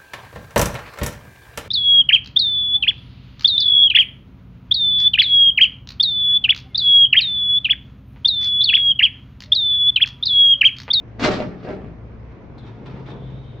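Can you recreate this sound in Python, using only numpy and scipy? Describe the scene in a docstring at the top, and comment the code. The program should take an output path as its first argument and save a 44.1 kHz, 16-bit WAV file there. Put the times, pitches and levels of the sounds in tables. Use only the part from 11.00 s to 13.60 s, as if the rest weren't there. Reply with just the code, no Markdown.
"""Indoor golf bay, heard by a microphone pair over the steady ventilation rumble of a padded room.
First a club head rakes into a plastic tray of balls: random blows ring the tray, its floor and the balls,
which clatter, tumble again and settle. Then the head rubs the turf mat, as bristle clicks and a metal rasp,
and ticks on a ball; meanwhile a small motor hums (a gliding sine), and late on it whines (narrow noise)."""
import sys
import numpy as np
from scipy import signal
from scipy.fft import rfft, irfft, next_fast_len
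from scipy.io import wavfile
from scipy.ndimage import uniform_filter1d

SR = 44100
rng = np.random.default_rng(int(sys.argv[2]) if len(sys.argv) > 2 else 0)


def digitize_waveform(pressure):
    """Quantize a signal to 16-bit integers and store it at the path in sys.argv[1].

    Rows of a 2-D input are taken as channels; values are limited to [-1, 1].
    """
    field = np.atleast_2d(pressure).T
    bounded = np.clip(field, -1, 1)
    quanta = np.round(bounded * 32767).astype(np.int16)
    wavfile.write(sys.argv[1], SR, quanta)


N = 114660  # samples, 2.6 s


def amp(db):
    """Amplitude ratio of a level in dB."""
    return 10 ** (np.asarray(db) / 20)


def evened(x):
    """Scales a signal to an RMS of 1."""
    return x / np.sqrt(np.mean(x ** 2) + 1e-20)


def read(points, hz):
    """Reads a table over frequency, joined by lines on a log axis."""
    f, value = np.transpose(points)
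    return np.interp(np.log(hz + 1), np.log(f + 1), value)


def curve(rows, col):
    """One column of a table, joined by lines in time."""
    rows = np.array(rows)
    return np.interp(np.arange(N) / SR, rows[:, 0], rows[:, col])


def level(rows, col):
    """Gain from a dB column, with 22 ms fades inside the table's ends; one that reaches the end stays open."""
    t = np.arange(N) / SR
    start, end = rows[0][0], rows[-1][0]
    time_left = np.where(end > 2.59, 1, end - t)
    fade = np.clip(np.minimum(t - start, time_left) / 0.022, 0, 1)
    return amp(curve(rows, col)) * fade


def impulse(points):
    """The shortest causal (minimum-phase) click with this colour, energy 1."""
    log_gain = read(points, abs(np.fft.fftfreq(8192, 1 / SR))) * np.log(10) / 20
    spectrum = np.exp(np.conj(signal.hilbert(log_gain)))
    h = np.fft.ifft(spectrum).real[:2048]
    return h / np.linalg.norm(h)


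def resonate(x, hz, width):
    """A one-pole resonance, turned to a fixed or moving pitch."""
    turn = np.exp(2j * np.pi * np.cumsum(hz * np.ones(N)) / SR)
    r = np.exp(-np.pi * width / SR)
    return 2 * (turn * signal.lfilter([1 - r], [1, -r], x / turn)).real


def resonant_noise(hz, width):
    """White noise narrowed by two passes of one resonance, RMS 1."""
    once = resonate(rng.standard_normal(N), hz, width)
    return evened(resonate(once, hz, width))


def grains(per_s, spread_db):
    """Random clicks of either sign, a few of them large, RMS 1."""
    size = amp(spread_db * np.minimum(rng.exponential(1, N), 4)) * rng.choice([-1, 1], N)
    return evened(size * (rng.random(N) < per_s / SR))


def through(x, h):
    """Lets every click of x sound as the impulse h."""
    return signal.oaconvolve(x, h)[:N]


# Hollow modes of the tray: (frequency [Hz], width [Hz], level [dB])
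TRAY_MODES = [(204, 38, 4.5), (283, 8.3, 2), (362, 25, -6), (419, 75, 9), (400, 13, -3), (610, 10, 8),
              (735, 30, 2.5), (1149, 25, 8.5), (1224, 99, -15.5), (1530, 87, 3.5)]
# Broad colour of a blow on the tray: (frequency [Hz], level [dB])
TRAY_THUD = [(120, -14.5), (200, -1.5), (600, -2), (878, -11.5), (2500, -18), (3250, -37), (5500, -120)]
RING_DB = -7.5  # all modes together, against the thud


def tray_ring():
    """One blow on the tray: a broad thud and its decaying hollow modes, energy 1."""
    t = np.arange(2048) / SR
    modes = 0
    for hz, width, db in TRAY_MODES:
        decay = np.sqrt(width) * np.exp(-np.pi * width * t)
        modes = modes + amp(db) * decay * np.sin(2 * np.pi * hz * t)
    h = impulse(TRAY_THUD) + amp(RING_DB) * modes / np.linalg.norm(modes)
    return h / np.linalg.norm(h)


DULL_HZ, DULL_HZ_PER_DB = 9160, 88  # upper edge at the loudest, and its fall per dB


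def dulled(x, rows, col):
    """Soft clacks lose their top: the upper edge falls with the level, down to 3 kHz."""
    hz, t, z = signal.stft(x, SR, nperseg=256)
    rows = np.array(rows)
    db = np.interp(t, rows[:, 0], rows[:, col])
    edge = np.maximum(DULL_HZ + DULL_HZ_PER_DB * (db - db.max()), 3000)
    z = z / np.sqrt(1 + (hz[:, None] / edge) ** 12)
    return signal.istft(z, SR, nperseg=256)[1][:N]


# Balls tumbling in the tray: (time [s], hollow tray level [dB], ball clack level [dB], boom level [dB])
TUMBLE = [(0.17, -50, -61.5, -40), (0.188, -45, -66.5, -42.5), (0.196, -27, -36.5, -31),
          (0.212, -27, -31.5, -30), (0.248, -20, -19, -21.5), (0.284, -19.5, -27.5, -37.5),
          (0.3, -25, -37, -25), (0.316, -28, -28.5, -28), (0.388, -31.5, -38.5, -27),
          (0.408, -25, -40.5, -27), (0.44, -30.5, -47, -41.5), (0.458, -38, -50, -28.5),
          (0.534, -39.5, -59, -42), (0.56, -41.5, -64.5, -36.5), (0.58, -47.5, -61, -43.5),
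          (0.626, -42, -57, -39), (0.65, -38.5, -49, -37.5), (0.676, -29.5, -56, -41),
          (0.69, -35, -51, -38), (0.716, -33, -50.5, -29), (0.75, -40.5, -55, -42),
          (0.772, -43.5, -68.5, -35), (0.794, -40.5, -66, -41), (0.824, -51.5, -65, -42),
          (0.842, -45.5, -67.5, -30.5), (0.862, -44.5, -63, -41.5), (1.0, -65.5, -81.5, -53)]
# Single clear knocks: (time [s], level [dB], clack against the knock [dB], struck panel pitch [Hz])
KNOCKS = [(.198, -16, -8, 330), (.219, -13, -8, 290), (.247, -6, -2, 370), (.261, -6, -12, 610),
          (.279, -8, -14, 390), (.2875, -1, -14, 390), (.305, -14, -14, 290), (.403, -9, -14, 600),
          (.650, -19, -18, 385), (.689, -14, -14, 610), (.705, -14, -22, 400), (.767, -19, -28, 430),
          (.818, -22, -28, 385), (.845, -21, -30, 288)]
# Ball on ball: (frequency [Hz], level [dB])
CLACK = [(450, -26.5), (800, -6), (1200, -0.5), (2200, -5.5), (4100, -8), (5300, -13.5), (7000, -25),
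         (9150, -38.5), (11000, -69), (20000, -110)]
# Tray floor on the ground: (frequency [Hz], level [dB])
BOOM = [(40, -40), (90, -14), (135, -3.5), (200, -2), (260, -5), (500, -21.5), (2000, -96)]
THUDS_PER_S, CLACKS_PER_S, BLOW_SPREAD_DB = 900, 5000, 2.5
KNOCK_RING_DB, KNOCK_T60_S = -5.5, 0.1  # panel ring against its knock, and its decay


def balls():
    """Dense small blows and a few clear knocks excite the tray, the balls and the tray floor."""
    ring, clack = tray_ring(), impulse(CLACK)
    low = grains(THUDS_PER_S, BLOW_SPREAD_DB) * level(TUMBLE, col=1)
    high = grains(CLACKS_PER_S, BLOW_SPREAD_DB) * level(TUMBLE, col=2)
    deep = grains(THUDS_PER_S, BLOW_SPREAD_DB) * level(TUMBLE, col=3)
    panels, t = np.zeros(N), np.arange(4096) / SR
    for time, db, clack_db, hz in KNOCKS:
        at = round(time * SR)
        low[at] -= amp(db) / abs(ring).max() / 2
        high[at] -= amp(db + clack_db) / abs(clack).max() / 2
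        decay = amp(db + KNOCK_RING_DB - 60 * t / KNOCK_T60_S)
        panels[at:][:4096] -= decay * np.sin(2 * np.pi * hz * t) / 2
    clacks = dulled(through(high, clack), TUMBLE, col=2)
    return panels + through(low, ring) + clacks + through(deep, impulse(BOOM))


# Club head on the turf: (time [s], low rub level [dB], bristle hiss level [dB], metal rasp level [dB])
RUB = [(1.2, -57.5, -66, -80), (1.252, -59, -83, -90), (1.326, -47.5, -60.5, -82), (1.332, -41.5, -71, -80),
       (1.346, -51.5, -66.5, -83), (1.504, -49.5, -76.5, -84), (1.54, -46.5, -73, -79),
       (1.556, -45, -64.5, -94), (1.574, -39.5, -70, -68), (1.58, -50, -64, -57), (1.636, -43, -62, -61.5),
       (1.676, -43, -49.5, -58.5), (1.714, -44, -57.5, -70.5), (1.83, -38.5, -62, -75),
       (1.85, -47, -63, -71), (1.864, -36, -44, -53), (1.878, -41.5, -51, -63), (1.994, -37, -52, -69.5),
       (2.048, -52.5, -58, -76), (2.068, -40, -46, -53), (2.084, -34.5, -48.5, -64), (2.104, -35, -49, -46),
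       (2.162, -37, -57.5, -69.5), (2.242, -43, -68, -66.5), (2.256, -48, -62.5, -63),
       (2.302, -46, -58, -68), (2.396, -43.5, -63.5, -62), (2.4, -50, -65, -59)]
# Colour of the low rub: (frequency [Hz], level [dB])
TURF_LOW = [(94, -31.5), (160, 1), (381, -7.5), (410, -5.5), (446, -5.5), (517, -11.5), (2000, -35),
            (2600, -56.5), (4400, -120)]
# Colour of the bristle hiss: (frequency [Hz], level [dB])
TURF_HIGH = [(530, -19.5), (900, 3.5), (1030, 0), (1120, -0.5), (1890, -5.5), (2100, -4), (2620, -7),
             (3710, -13.5), (5610, -21.5), (9000, -52.5), (11700, -82), (19800, -120)]
BRISTLES_PER_S, BRISTLE_SPREAD_DB = 3400, 2
RASP_HZ, RASP_WIDTH_HZ = 3550, 600  # width of each of two passes


def turf():
    """Turf bristles flick under the head as random clicks, and a double resonance makes them rasp."""
    rub = grains(BRISTLES_PER_S / 4, BRISTLE_SPREAD_DB) * level(RUB, col=1)
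    hiss = grains(BRISTLES_PER_S, BRISTLE_SPREAD_DB) * level(RUB, col=2)
    rasp = resonate(grains(BRISTLES_PER_S, BRISTLE_SPREAD_DB), RASP_HZ, RASP_WIDTH_HZ)
    rasp = evened(resonate(rasp, RASP_HZ, RASP_WIDTH_HZ)) * level(RUB, col=3)
    return through(rub, impulse(TURF_LOW)) + through(hiss, impulse(TURF_HIGH)) + rasp


# Head on ball: (time [s], level [dB], pitch [Hz], then against that level: broad snap [dB],
# scratch [dB]; scratch t60 [s])
TICKS = [(1.5808, -50, 4320, 8.5, -0.5, 0.06), (1.8607, -40.5, 3420, 5, -8, 0.06),
         (2.0662, -62.5, 3814, 11, 5, 0.06), (2.1056, -42, 3450, 13, -10, 0.06)]
TICK_T60_S = 0.012


def ticks():
    """Head on ball: a short decaying sine, a broad snap and a scratch of band-passed noise."""
    out, t = np.zeros(N), np.arange(4096) / SR
    snap = np.pad(impulse(TURF_HIGH), (0, 2048))
    snap = snap / abs(snap).max()
    for time, db, hz, snap_db, scratch_db, t60 in TICKS:
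        band = signal.butter(2, [hz * 0.81, hz * 1.04], "band", fs=SR, output="sos")
        scratch = evened(signal.sosfilt(band, rng.standard_normal(4096)))
        scratch *= amp(scratch_db - 60 * t / max(t60, 0.005))
        tick = amp(-60 * t / TICK_T60_S) * np.sin(2 * np.pi * hz * t)
        out[round(time * SR):][:4096] += amp(db) * (tick + amp(snap_db) * snap + scratch)
    return out


# Motor hum: (time [s], pitch [Hz], level [dB])
HUM = [(1.5, 129.9, -27), (1.532, 127, -56), (1.552, 129, -45.5), (1.664, 133.9, -45), (1.762, 139.2, -53),
       (1.87, 130.8, -37.5), (2.17, 136.8, -39.5), (2.194, 135.1, -40), (2.256, 130.7, -32.5),
       (2.516, 133.8, -41), (2.58, 137, -43), (2.6, 136.2, -42)]
HUM_ROUGH_DB, HUM_WIDTH_HZ = -26, 4  # fuzzy edge against the hum


def motor_hum():
    """A low sine that follows the motor's pitch, with a fuzzy edge of narrow noise."""
    hz = curve(HUM, col=1)
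    hum = np.sqrt(2) * np.sin(2 * np.pi * np.cumsum(hz) / SR)
    hum += amp(HUM_ROUGH_DB) * evened(resonate(rng.standard_normal(N), hz, HUM_WIDTH_HZ))
    return hum * level(HUM, col=2)


# Whine strands: (running pitch [Hz], width of each resonance pass [Hz], share of the climb [0-1])
WHINE = [(3100, 120, 0), (3723, 220, 0.89), (3410, 840, 0.15)]
# Level of each noise in a strand: (time [s], strand 1 [dB], strand 2 [dB], strand 3 [dB])
WHINE_LEVEL = [(2.13, -70, -57, -66), (2.154, -73, -72, -69), (2.266, -71, -62.5, -68),
               (2.32, -68, -71.5, -69), (2.414, -72, -65.5, -70), (2.452, -67, -68, -63),
               (2.486, -68, -63.5, -71), (2.536, -71, -71.5, -65.5), (2.6, -71, -63, -70)]
# Climb of the whine: (time [s], offset from the running pitch [Hz])
CLIMB = [(2.24, -260), (2.32, 14)]


def motor_whine():
    """A thin, unsteady whine: each strand is one noise common to both sides plus one for each side."""
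    whine, climb = np.zeros((2, N)), curve(CLIMB, col=1)
    for strand, (running_hz, width, share) in enumerate(WHINE, start=1):
        hz = running_hz + share * climb
        for side in whine, whine[0], whine[1]:
            side += resonant_noise(hz, width) * level(WHINE_LEVEL, col=strand)
    return whine


# Left-right likeness of the steady noise: (frequency [Hz], likeness [-1 to 1])
NOISE_LIKENESS = [(60, 0.57), (160, 1), (440, 0.67), (1190, 0.31), (3220, 0.08), (8700, 0.067)]


def wash(points, db):
    """Steady noise of this colour with faint drifting patches, partly alike at the two microphones."""
    frames, hz = N // 512 + 5, np.fft.rfftfreq(2048, 1 / SR)
    a, b, c, d, patches = rng.standard_normal((frames, 1025, 5)).T
    patches = uniform_filter1d(patches, size=24, axis=0)
    patches = evened(uniform_filter1d(patches, size=6, axis=1))  # dB
    same = np.clip(read(NOISE_LIKENESS, hz), -1, 1)[:, None]
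    left, other = a + 1j * b, c + 1j * d
    z = np.array([left, same * left + np.sqrt(1 - same ** 2) * other])
    z *= amp(read(points, hz)[:, None] + patches)
    return amp(db) * evened(signal.istft(z, nperseg=2048, noverlap=1536)[1][:, :N])


# Colour of the ventilation rumble: (frequency [Hz], relative level [dB])
RUMBLE = [(18, -36.5), (30, -23), (47, -7), (81, -5.5), (114, -7.5), (155, -10), (245, -10), (279, -16),
          (309, -10.5), (338, -17.5), (433, -16), (1000, -28.5), (1300, -60), (2200, -120)]
# Colour of the ventilation hiss: (frequency [Hz], relative level [dB])
HISS = [(590, -36), (1000, -1.5), (1460, -5.5), (1890, -8.5), (2200, -7.5), (3400, -20.5), (3690, -22),
        (6290, -32), (9000, -65), (11700, -84), (19800, -120)]
# Wavering fan tones: (frequency [Hz], width of each resonance pass [Hz], level [dB])
FAN = [(60.4, 4, -45), (113.5, 4.7, -43.5)]
RUMBLE_DB, HISS_DB = -41.5, -56


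def air():
    """Ventilation: coloured noise for rumble and hiss, and two fan tones of narrow noise."""
    fan = sum(amp(db) * resonant_noise(hz, width) for hz, width, db in FAN)
    return wash(RUMBLE, RUMBLE_DB) + wash(HISS, HISS_DB) + fan


# Decay of the padded room: (frequency [Hz], t60 [s])
ROOM_DECAY = [(150, 0.49), (600, 0.33), (2000, 0.093), (6000, 0.1)]
# Room level: (frequency [Hz], level [dB])
ROOM_LEVEL = [(100, -0.5), (400, -3.5), (1500, 0.5), (5000, -0.5)]
# Left-right likeness of the room: (frequency [Hz], likeness [0-1])
ROOM_LIKENESS = [(100, 0.76), (300, 0.94), (800, 0.067), (3000, 0.034)]


def room(x):
    """Sparse reflections of random sign, each band dying at its own speed; the bass is alike on both sides."""
    taps = np.zeros((2, SR // 2))
    slots = np.arange(60, SR // 2 - 20, 20)  # one reflection in every 20 samples
    at = slots + rng.integers(0, 20, (2, len(slots)))
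    np.put_along_axis(taps, at, rng.choice([-1., 1.], (2, len(slots))), 1)
    hz, t, z = signal.stft(taps, SR, nperseg=256)
    decay = amp(-60 * t / read(ROOM_DECAY, hz)[:, None])
    decay /= np.linalg.norm(decay, axis=1)[:, None]
    same = np.clip(read(ROOM_LIKENESS, hz), 0, 1)[:, None]
    z = np.array([z[0], same * z[0] + np.sqrt(1 - same ** 2) * z[1]]) * decay
    energy = np.linalg.norm(signal.istft(z, SR, nperseg=256)[1][0])
    z = z * amp(read(ROOM_LEVEL, hz))[:, None]
    tail = signal.istft(z, SR, nperseg=256)[1] / energy
    return signal.fftconvolve(x[None], tail, axes=1)[:, :N]


DIRECT_DB = -2  # balls and club, before the room
SWAY_PER_S = 9  # how fast the sound moves between spots on the floor, in half turns


def scene():
    """Balls and club sound direct and from four floor spots with their own echoes; motor and air join."""
    near = amp(DIRECT_DB) * (balls() + turf() + ticks())
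    turn = np.pi * SWAY_PER_S * np.arange(N) / SR
    echo = 0
    for spot in range(4):
        share = np.cos(turn + np.pi * spot / 4) / np.sqrt(2)
        echo = echo + room(near * share)
    return near + echo + motor_hum() + motor_whine() + air()


# Microphone pair: (frequency [Hz], left minus right [dB])
LEAN = [(60, 0.5), (160, 2.5), (440, 1.0), (1190, -2), (3220, 1), (8700, 7)]
EDGE_HZ = 9350


def record(dry):
    """The two microphones differ in colour; then the band limit."""
    size = next_fast_len(N + 8192)
    lean = read(LEAN, np.fft.rfftfreq(size, 1 / SR)) / 2
    pair = irfft(rfft(dry, size) * amp([lean, -lean]), size)[:, :N]
    low_pass = signal.firwin(511, EDGE_HZ, window=("kaiser", 9), fs=SR)
    return signal.oaconvolve(pair, low_pass[None], "same")


dry = scene()
out = record(dry)
digitize_waveform(out)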